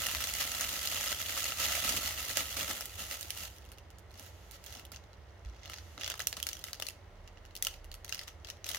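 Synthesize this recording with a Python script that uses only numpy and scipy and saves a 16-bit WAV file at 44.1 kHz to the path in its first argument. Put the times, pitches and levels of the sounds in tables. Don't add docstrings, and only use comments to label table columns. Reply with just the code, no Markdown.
import sys
import numpy as np
from scipy import signal
from scipy.fft import rfft, irfft, next_fast_len
from scipy.io import wavfile
from scipy.ndimage import map_coordinates

SR = 44100
rng = np.random.default_rng(int(sys.argv[2]) if len(sys.argv) > 2 else 0)


def put_to_file(sound):
    columns = np.atleast_2d(sound).T
    safe = np.clip(columns, -1, 1)
    whole_steps = np.round(safe * 32767)
    wavfile.write(sys.argv[1], SR, whole_steps.astype(np.int16))


N = 387198
TIME = np.arange(N) / SR
LOW_HZ, HIGH_HZ, TOP_HZ = 2000, 7500, 15900


# (time [s], crinkle [dB])
PULL = [(0, -40), (0.5, -41), (1.0, -39.5), (1.18, -44.5), (1.4, -38.5), (1.56, -43.5), (1.64, -35),
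        (1.8, -37.5), (2.0, -41), (2.25, -44), (2.5, -45), (2.8, -44), (2.91, -55.5), (3.06, -47.5),
        (3.28, -52), (3.45, -52), (3.51, -63), (3.6, -61)]
# (start [s], hold [s], crinkle [dB], flexing [dB])
TUGS = [(0.065, 0.021, -42, -51), (0.195, 0.019, -41, -62), (0.385, 0.042, -38, -60),
        (0.585, 0.034, -38.5, -59), (0.69, 0.045, -48, -62), (1.095, 0.027, -37, -57),
        (1.185, .02, -38.5, -60), (1.275, 0.034, -40, -56), (1.585, .06, -41, -53),
        (1.83, 0.071, -35.5, -46.5), (1.91, 0.057, -38.5, -46.5), (2.025, 0.043, -37.5, -55),
        (2.17, 0.02, -36.5, -51), (2.265, 0.04, -40, -51.5), (2.365, .045, -36, -47.5),
        (2.555, 0.068, -41, -48.5), (2.68, 0.042, -40, -45), (2.975, 0.047, -44, -56),
        (3.105, 0.024, -42, -57), (3.355, 0.049, -44.5, -58.5), (3.41, 0.032, -42, -57)]
# (frequency [Hz], level [dB])
FILM_SPECTRUM = [(290, -55), (500, -9), (586, -7.5), (893, -7), (1300, -3), (1620, -5.5), (1900, -3.5),
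                 (2460, -1.5), (3110, 1), (5240, -1), (6610, 1.5), (8090, -8.5), (14700, -5.5),
                 (16000, -14)]
# (frequency [Hz], level [dB])
SHEET_SPECTRUM = [(70, -22), (150, -0.5), (300, 1.5), (400, -1.5), (720, -0.5), (1000, -7), (2500, -44.5)]
# (frequency [Hz], pan [dB])
BAG_PAN = [(300, -0.5), (1500, 0), (3000, -1.5), (6000, -0.5), (8500, -2.5), (14000, -7)]
BAG_OFF_S = PULL[-1][0]

def bag():
    pull_db = curve(PULL)
    crinkle_db, flex_db = strokes(TUGS, rise_s=0.017, t60=0.15, rest_dbs=[pull_db, pull_db - 17.5])
    fizz_db = -42.5 + 0.93 * (crinkle_db + 40)
    jerks = amp(1.22 * wobble(45))
    grains = crackle(rate=800, spread_db=5.5, t60=0.011, ring_db=-5, rub_db=-2)
    film = close_up(grains, FILM_SPECTRUM)
    film = filtered(film, lambda hz: sides(along(BAG_PAN, hz)))
    film = brighten(film, crinkle_db - 1, fizz_db)
    flexing = crackle(rate=300, spread_db=3, t60=0.0096, ring_db=-30, rub_db=-4.5)
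    sheet = sides(-1.3) * stereo(flexing, lambda hz: along(SHEET_SPECTRUM, hz))
    held = np.clip((BAG_OFF_S - TIME) / 0.041, 0, 1)
    return held * jerks * (film + amp(flex_db - 1.5) * sheet)


# (start [s], hold [s], crackle [dB], fizz [dB])
SQUEEZES = [(3.5, .1, -62, -63), (3.6, .14, -65.5, -69), (4.09, .08, -64, -68), (4.168, .12, -60.5, -59),
            (4.656, .14, -53.5, -58), (4.92, 0.031, -52, -57), (5.453, .16, -67, -82),
            (5.609, 0.089, -56, -71), (5.69, .1, -51, -60), (5.989, .13, -44, -52), (6.15, .04, -56, -58),
            (6.19, 0.032, -42.5, -44), (6.364, 0.037, -47, -50), (6.479, 0.14, -54, -57),
            (6.64, 0.063, -53, -52), (6.726, .06, -59.5, -63), (6.812, .09, -57.5, -57),
            (7.62, .14, -57.5, -62), (8.075, 0.16, -53.5, -58.5), (8.265, .035, -53.5, -58),
            (8.457, 0.043, -52, -59), (8.65, 0.12, -43, -45.5)]
# (frequency [Hz], level [dB])
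WRAPPER_SPECTRUM = [(200, -24), (600, -5.5), (1300, -4.5), (2000, -6.5), (3000, 0), (5000, 1), (6400, 2.5),
                    (7800, -7.5), (12000, -5.5), (16000, -8.5)]

def wrappers():
    crackle_db, fizz_db = strokes(SQUEEZES, rise_s=0.013, t60=0.12, rest_dbs=[-72, -87])
    grains = crackle(rate=340, spread_db=5.5, t60=0.01, ring_db=-0.5, rub_db=-1)
    return sides(-2.1) * brighten(close_up(grains, WRAPPER_SPECTRUM), crackle_db - 3, fizz_db - 4.5)


# (time [s], level [dB], low band re middle [dB], top band re middle [dB], ring [Hz], pan [dB])
SNAPS = [(0.0666, -30, -2.5, -1, 1920, -0.5), (0.149, -30.5, -2, -3, 2330, 3.5),
         (0.24, -33, -14, -5, 2120, -1), (0.3377, -32.5, -19, 2, 7360, -2),
         (0.4095, -32, -8, -9, 1890, 0.5), (0.5175, -34, -11, -4, 6450, 0),
         (0.6096, -29, -5, 1.5, 6350, -1), (0.8734, -30.5, -31, -6, 4900, 0),
         (1.127, -32.5, -6, -5, 3270, 5), (1.442, -31, -16, -3, 6750, 0), (1.521, -35.5, 0, -17, 2880, 1),
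         (1.8923, -30, -13, -4, 5740, -6), (1.97, -32.5, -12, 3, 3380, -6),
         (2.371, -25.5, -3, -1, 6600, -8), (2.8087, -34.5, -4, 2, 5340, 0), (2.8561, -37, -13, 7, 9600, -4),
         (3.1115, -36, -10, -2, 2230, -4.5), (3.2098, -37.5, -23, 7, 6370, -8),
         (3.2286, -39, -18, -2, 3750, -5), (3.3047, -32, -25, -1, 10790, -3),
         (3.7178, -49.5, -2, 2, 2930, -1), (3.784, -51.5, -11, -7, 2700, -2),
         (3.9034, -56.5, -12, -5, 3060, -4), (3.985, -55, -9, 2, 6700, -6),
         (4.1956, -45.5, -4, 2, 6050, -5.5), (4.263, -52, 3, 3, 3980, -10.5),
         (4.5112, -47.5, -16, 2, 12560, -8), (4.6404, -49.5, -11, 0, 2240, -8),
         (4.663, -44.5, -10, 2, 6590, -10.5), (4.7246, -47, -22, -8, 3400, -15),
         (4.8514, -48.5, -14, -2.5, 3400, -2.5), (4.9185, -44.5, 0, 3, 4780, -7),
         (4.961, -46, -16, -15, 6360, 2), (5.1314, -58.5, -10, -17, 4130, -2),
         (5.4489, -56, -3, -11, 2540, 1), (5.6571, -46, -6, -10, 3530, 1), (5.698, -42.5, 0, -4, 2840, -3),
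         (5.7342, -43, -7, -10, 2280, -1), (5.9778, -44, -1, -15, 3860, -3),
         (6.017, -42, -16, -21, 2920, 0.5), (6.0441, -35, -22, -19, 2950, -1),
         (6.0624, -39, -9, -11, 3180, -1), (6.077, -38.5, -4, -6, 6120, 5), (6.1, -34, -10, -5, 7040, -5),
         (6.118, -38.5, -4, -8, 4660, 0), (6.1405, -41.5, 0, -8, 1210, -1), (6.2028, -34, -3, -8, 1950, 2),
         (6.2708, -24.5, -16.5, 2.5, 5770, -4), (6.328, -35, -9.5, -9, 4600, -2),
         (6.3678, -39.5, -7, -3, 3000, 4), (6.4279, -30.5, -29, -4, 3100, -6),
         (6.4679, -31, -8.5, -1, 7200, 0.5), (6.4887, -33.5, -16, -3, 11820, -2),
         (6.531, -37, -34, -6, 6010, 1), (6.6401, -36, -11, -3.5, 3700, 0.5),
         (6.6837, -46, -5, -20, 2015, 0), (6.7313, -36, -12, -7.5, 4640, 0),
         (6.7993, -37.5, -3, -2.5, 3600, 1), (6.823, -33, -9, -8, 3030, 2),
         (6.867, -37.5, -35, -7, 4420, 6), (6.8861, -35.5, -13, -1.5, 2730, -4),
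         (7.2761, -53, -14, -13, 2800, -1.5), (7.373, -55.5, -2, -27, 2870, -5),
         (7.4518, -54, -2, -8, 2820, -2), (7.5528, -42.5, -27, -2, 5990, 3),
         (7.5644, -40, -31, -2.5, 4900, -3), (7.6246, -26.5, -22, 2, 6130, -0.5),
         (7.649, -31.5, -33, -4, 6100, -4), (7.669, -27.5, -10.5, -4.5, 2940, -1.5),
         (7.844, -54, -4, 0, 2890, 0.5), (7.9157, -45, -14, -8, 4360, -2),
         (7.9414, -43.5, -11, 0, 12400, -1), (8.0463, -42, -13, -4, 6040, -2),
         (8.0934, -39, -8.5, -4.5, 6400, 10), (8.1247, -32, -13.5, -12.5, 2780, -3),
         (8.1459, -36.5, -22, -6, 5510, -1), (8.192, -37.5, -16, -12.5, 5040, 1),
         (8.213, -46, -1, -6.5, 2034, 2), (8.2792, -43.5, -10, -10, 2760, 5.5),
         (8.447, -45, -13, -14, 3200, 3), (8.5008, -38.5, -16, -11, 5700, 1),
         (8.6433, -38.5, -16, -11.5, 6300, 3.5), (8.69, -32.5, -16, 1, 3880, 6),
         (8.7466, -33, -6.5, -7.5, 1900, 6)]

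def snaps():
    out = np.zeros((2, N))
    lead, window = SR // 500, SR // 250
    for s, db, low_db, top_db, ring_hz, pan_db in SNAPS + settling(2) + flurries() + ticks(12):
        flip = buckle([ring_hz], t60=0.0085, ring_db=-6, ring_t60=0.009, size=900)[:, 0]
        flip += amp(-14) * pouch(hollow_hz=1950, t60=0.018, size=900)
        flip = close_up(np.pad(flip, ((0, 0), (lead, 0))), WRAPPER_SPECTRUM)
        low = filtered(flip, lambda hz: 1 - above(hz, LOW_HZ, order=6))
        top = filtered(flip, lambda hz: above(hz, HIGH_HZ))
        snap = unit(flip - low - top) + amp(low_db - 1) * unit(low) + amp(top_db + 2) * unit(top)
        snap *= np.sqrt(window) / np.linalg.norm(snap, axis=1, keepdims=True)
        add(out, s - lead / SR, amp(db + 1.6) * sides(pan_db) * snap)
    return out


def settling(count):
    rows = []
    for s, db, low_db, top_db, ring_hz, pan_db in SNAPS:
        first_db = -46 + 0.73 * (db + 34.5)
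        for k, (gap, size, pitch) in enumerate(rng.standard_normal((count, 3))):
            s += 0.0065 * np.exp(0.3 * gap)
            hz = min(ring_hz * np.exp(0.2 * pitch), TOP_HZ)
            rows.append((s, first_db - 5 * k + 1.4 * size, low_db, top_db, hz, pan_db))
    return rows


def flurries():
    rows = flips(0, BAG_OFF_S, rate=13, level_at=lambda s: curve(PULL, s) + 1, top_db=-3.5)
    for s, hold_s, crackle_db, fizz_db in SQUEEZES:
        rows += flips(s, hold_s, rate=30, level_at=lambda _: crackle_db + 4, top_db=fizz_db - crackle_db)
    return rows


def flips(start_s, length_s, rate, level_at, top_db):
    count = int(np.ceil(length_s * rate))
    times = start_s + length_s * (np.arange(count) + rng.random(count)) / count
    return [(s, level_at(s) + 1.7 * size, -8 + 3 * low, top_db + 3 * top,
             3100 * np.exp(0.3 * pitch), 4 * side - 1.5)
            for s, (size, low, top, pitch, side) in zip(times, rng.standard_normal((count, 5)))]


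def ticks(count):
    db, low_db, top_db = -61, -8, -10
    times = rng.uniform(BAG_OFF_S, N / SR, count)
    return [(s, db, low_db, top_db, 3100 * np.exp(0.25 * pitch), 3 * side - 2)
            for s, (pitch, side) in zip(times, rng.standard_normal((count, 2)))]


def buckle(ring_hz, t60, ring_db, ring_t60, size):
    t = np.arange(size) / SR
    burst = rng.standard_normal((2, len(ring_hz), size)) * amp(-60 * t / t60)
    phase = rng.random((2, len(ring_hz), 1))
    ring = np.sin(2 * np.pi * (np.outer(ring_hz, t) + phase)) * amp(ring_db - 60 * t / ring_t60)
    return (burst + ring) * (1 - np.exp(-t / 0.0003))


def crackle(rate, spread_db, t60, ring_db, rub_db, size=220):
    starts = np.flatnonzero(rng.random(N) < rate / SR)
    loud, pitch = rng.standard_normal((2, N))[:, starts]
    ring_hz = np.minimum(3800 * np.exp(0.6 * pitch), TOP_HZ)
    creases = buckle(ring_hz, t60, ring_db, t60, size) * amp(spread_db * np.minimum(loud, 2))[:, None]
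    samples = (starts[:, None] + np.arange(size)).ravel()
    grains = np.array([np.bincount(samples, channel.ravel(), N)[:N] for channel in creases])
    return unit(grains) + amp(rub_db) * rng.standard_normal((2, N))


def pouch(hollow_hz, t60, size):
    t = np.arange(size) / SR
    hz = hollow_hz * np.exp(0.22 * rng.standard_normal())
    return np.sin(2 * np.pi * hz * t) * amp(-60 * t / t60) * [[1], [0.5]]


def strokes(rows, rise_s, t60, rest_dbs):
    t = np.arange(SR) / SR
    power = np.zeros((2, N)) + amp(rest_dbs).reshape(2, -1) ** 2
    for s, hold_s, *dbs in rows:
        shape = np.minimum(t / rise_s, 1) * amp(-60 * np.maximum(t - hold_s, 0) / t60)
        add(power, s, np.outer(amp(dbs), shape) ** 2)
    return 10 * np.log10(power)


# (middle time [s], level [dB], half length [s])
SLIDES = [(1.613, -36, 0.024), (2.384, -34.5, 0.028), (4.223, -63.5, .07), (4.4, -64.5, 0.25),
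          (4.547, -55.5, 0.022), (4.735, -58, 0.1), (5.885, -62.5, 0.15)]

def slides():
    swell = sum(amp(db) * np.exp(-((TIME - s) / half_s) ** 4) for s, db, half_s in SLIDES)
    return swell * sides(-1.5) * close_up(rng.standard_normal((2, N)), FILM_SPECTRUM)


# (time [s], level [dB], t60 [s])
TAPS = [(3.245, -53.5, 0.15), (4.2, -53, 0.11), (4.755, -53.5, .2), (4.83, -60, .15), (4.92, -54.5, 0.13),
        (5.39, -56, .1), (5.68, -59, 0.18), (5.98, -50, .12), (6.085, -58, 0.086), (6.2, -58, .06),
        (6.375, -50, .08), (6.468, -57, 0.06), (6.82, -50, 0.075), (8.7, -53, .12)]

def taps():
    press, t = np.zeros((1, N)), np.arange(SR // 4) / SR
    for s, db, t60 in TAPS:
        knock = amp(db - 60 * t / t60) * (1 - np.exp(-t / 0.0017))
        add(press, s, knock[None])
    return press * noise(lambda hz: along(SHEET_SPECTRUM, hz))


# (time [s], level [dB], pitch [Hz], t60 [s])
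BUMPS = [(1.875, -39, 58, 0.25), (5.455, -31.5, 57.8, 0.3)]

def bumps():
    out, t = np.zeros((2, N)), np.arange(SR // 2) / SR
    for s, db, hz, t60 in BUMPS:
        envelope = amp(db - 60 * t / t60) * (1 - np.exp(-t / 0.0097))
        add(out, s, sides(-2) * envelope * np.sin(2 * np.pi * hz * t))
    return out


# (time [s], level [dB])
HANDLING_LEVEL = [(0, -80), (6.6, -80), (7.1, -60), (7.8, -57), (8.5, -65), (8.78, -73)]
# (frequency [Hz], level [dB])
HANDLING_SPECTRUM = [(26, -41), (33, -10), (37, 0), (44, -28), (100, -76)]

def handling():
    return sides(-2.9) * amp(curve(HANDLING_LEVEL)) * noise(lambda hz: along(HANDLING_SPECTRUM, hz))


# (centre [Hz], width [Hz], lift [dB])
NOOK = [(590, 150, 5), (1334, 200, 5), (1904, 190, 7.5), (2840, 480, 3), (3940, 150, 1)]

def nook(hz):
    return sum(db / (1 + (2 * (hz - centre) / width) ** 2) for centre, width, db in NOOK)


# (frequency [Hz], t60 [s])
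ROOM_T60 = [(200, 0.45), (2000, 0.26), (6000, 0.29), (14000, 0.19)]

def room(x):
    hz, t, spectra = signal.stft(rng.standard_normal((2, SR // 2)), SR, nperseg=256)
    decay = amp(-60 * t / along(ROOM_T60, hz)[:, None])
    walls = signal.istft(spectra * decay, SR, nperseg=256)[1]
    t = np.arange(walls.shape[1]) / SR
    near = rng.standard_normal(walls.shape) * amp(-60 * t / 0.023) * (t > 0.001)
    answer = stereo(unit(walls) + unit(near), np.zeros_like)
    return signal.fftconvolve(x, answer / np.linalg.norm(answer[0]), axes=1)[:, :N]


# (time [s], level [dB])
DUCT_LEVEL = [(0, -51), (1, -55), (1.9, -52.5), (4.1, -55.5), (5.3, -54), (6.3, -53.5), (7.1, -59),
              (8.78, -55)]
# (frequency [Hz], level [dB])
DUCT_SPECTRUM = [(20, -46), (35, -13), (52, 0.5), (75, 4), (92, -1.5), (115, -8.5), (160, -19.5),
                 (300, -44.5), (1000, -90)]
# (frequency [Hz], level [dB])
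AIR_SPECTRUM = [(71, -49), (120, -13), (181, -5.5), (272, -11.5), (314, -5), (822, -7), (1240, -13),
                (2110, -15), (2380, -19.5), (2870, -19), (3520, -21), (5750, -29), (8140, -34),
                (16000, -37.5)]
# (frequency [Hz], level [dB])
FAN_TONES = [(75.4, -73), (91, -62.5), (183, -77.5), (587, -80.5), (2169, -79.5)]

def ventilation():
    duct = amp(curve(DUCT_LEVEL)) * noise(lambda hz: along(DUCT_SPECTRUM, hz))
    air = amp(-60) * noise(lambda hz: along(AIR_SPECTRUM, hz) + 0.51 * nook(hz))
    fan = sum(amp(db) * unit(np.sin(2 * np.pi * hz * TIME + 0.9 * wobble(6))) for hz, db in FAN_TONES)
    return sides(-2.9) * (duct + fan) + sides(-1.3) * air


# (frequency [Hz], correlation [0-1])
LIKENESS = [(60, 0.99), (350, 0.8), (700, 0.51), (1500, 0.4), (3000, 0.26), (5000, 0.02), (16000, 0.077)]

def stereo(pair, colour):
    def response(hz):
        angle = np.arccos(along(LIKENESS, hz)) / 2
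        return amp(colour(hz)) * [np.cos(angle), np.sin(angle)]
    mid, side = filtered(pair, response)
    return unit(np.array([mid + side, mid - side]))


def close_up(pair, spectrum):
    return stereo(pair, lambda hz: along(spectrum, hz) + nook(hz))


def noise(colour):
    return stereo(rng.standard_normal((2, N)), colour)


def brighten(x, body_db, fizz_db):
    fizz = filtered(x, lambda hz: above(hz, HIGH_HZ))
    body = x - fizz
    middle = filtered(body, lambda hz: above(hz, LOW_HZ))
    return amp(body_db) * body / np.std(middle) + amp(fizz_db) * unit(fizz)


def amp(db):
    return 10 ** (np.asarray(db) / 20)


def unit(x):
    return x / np.sqrt(np.mean(x ** 2) + 1e-20)


def along(points, hz):
    knots_hz, values = np.transpose(points)
    return np.interp(np.log(hz + 1), np.log(knots_hz + 1), values)


def curve(points, s=TIME):
    return np.interp(s, *np.transpose(points))


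def wobble(rate):
    return map_coordinates(rng.standard_normal(int(N * rate / SR) + 4), [TIME * rate])


def filtered(x, response):
    size = x.shape[-1]
    padded = next_fast_len(size + min(size, 8192))
    return irfft(rfft(x, padded) * response(np.fft.rfftfreq(padded, 1 / SR)), padded)[..., :size]


def above(hz, edge_hz, order=12):
    return 1 - 1 / (1 + (hz / edge_hz) ** order)


def sides(db):
    pair = amp(np.array([db, -db]) / 2).reshape(2, -1)
    return pair / np.sqrt(np.mean(pair ** 2, axis=0))


def add(track, s, sound):
    start = int(np.clip(round(s * SR), 0, N - 1))
    track[:, start:start + sound.shape[1]] += sound[:, :N - start]


def scene():
    plastic = bag() + slides() + wrappers() + snaps() + taps()
    return plastic + amp(-8) * room(plastic) + bumps() + ventilation() + handling()


def record(dry):
    return filtered(dry, lambda hz: hz < TOP_HZ)


dry = scene()
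out = record(dry)
put_to_file(out)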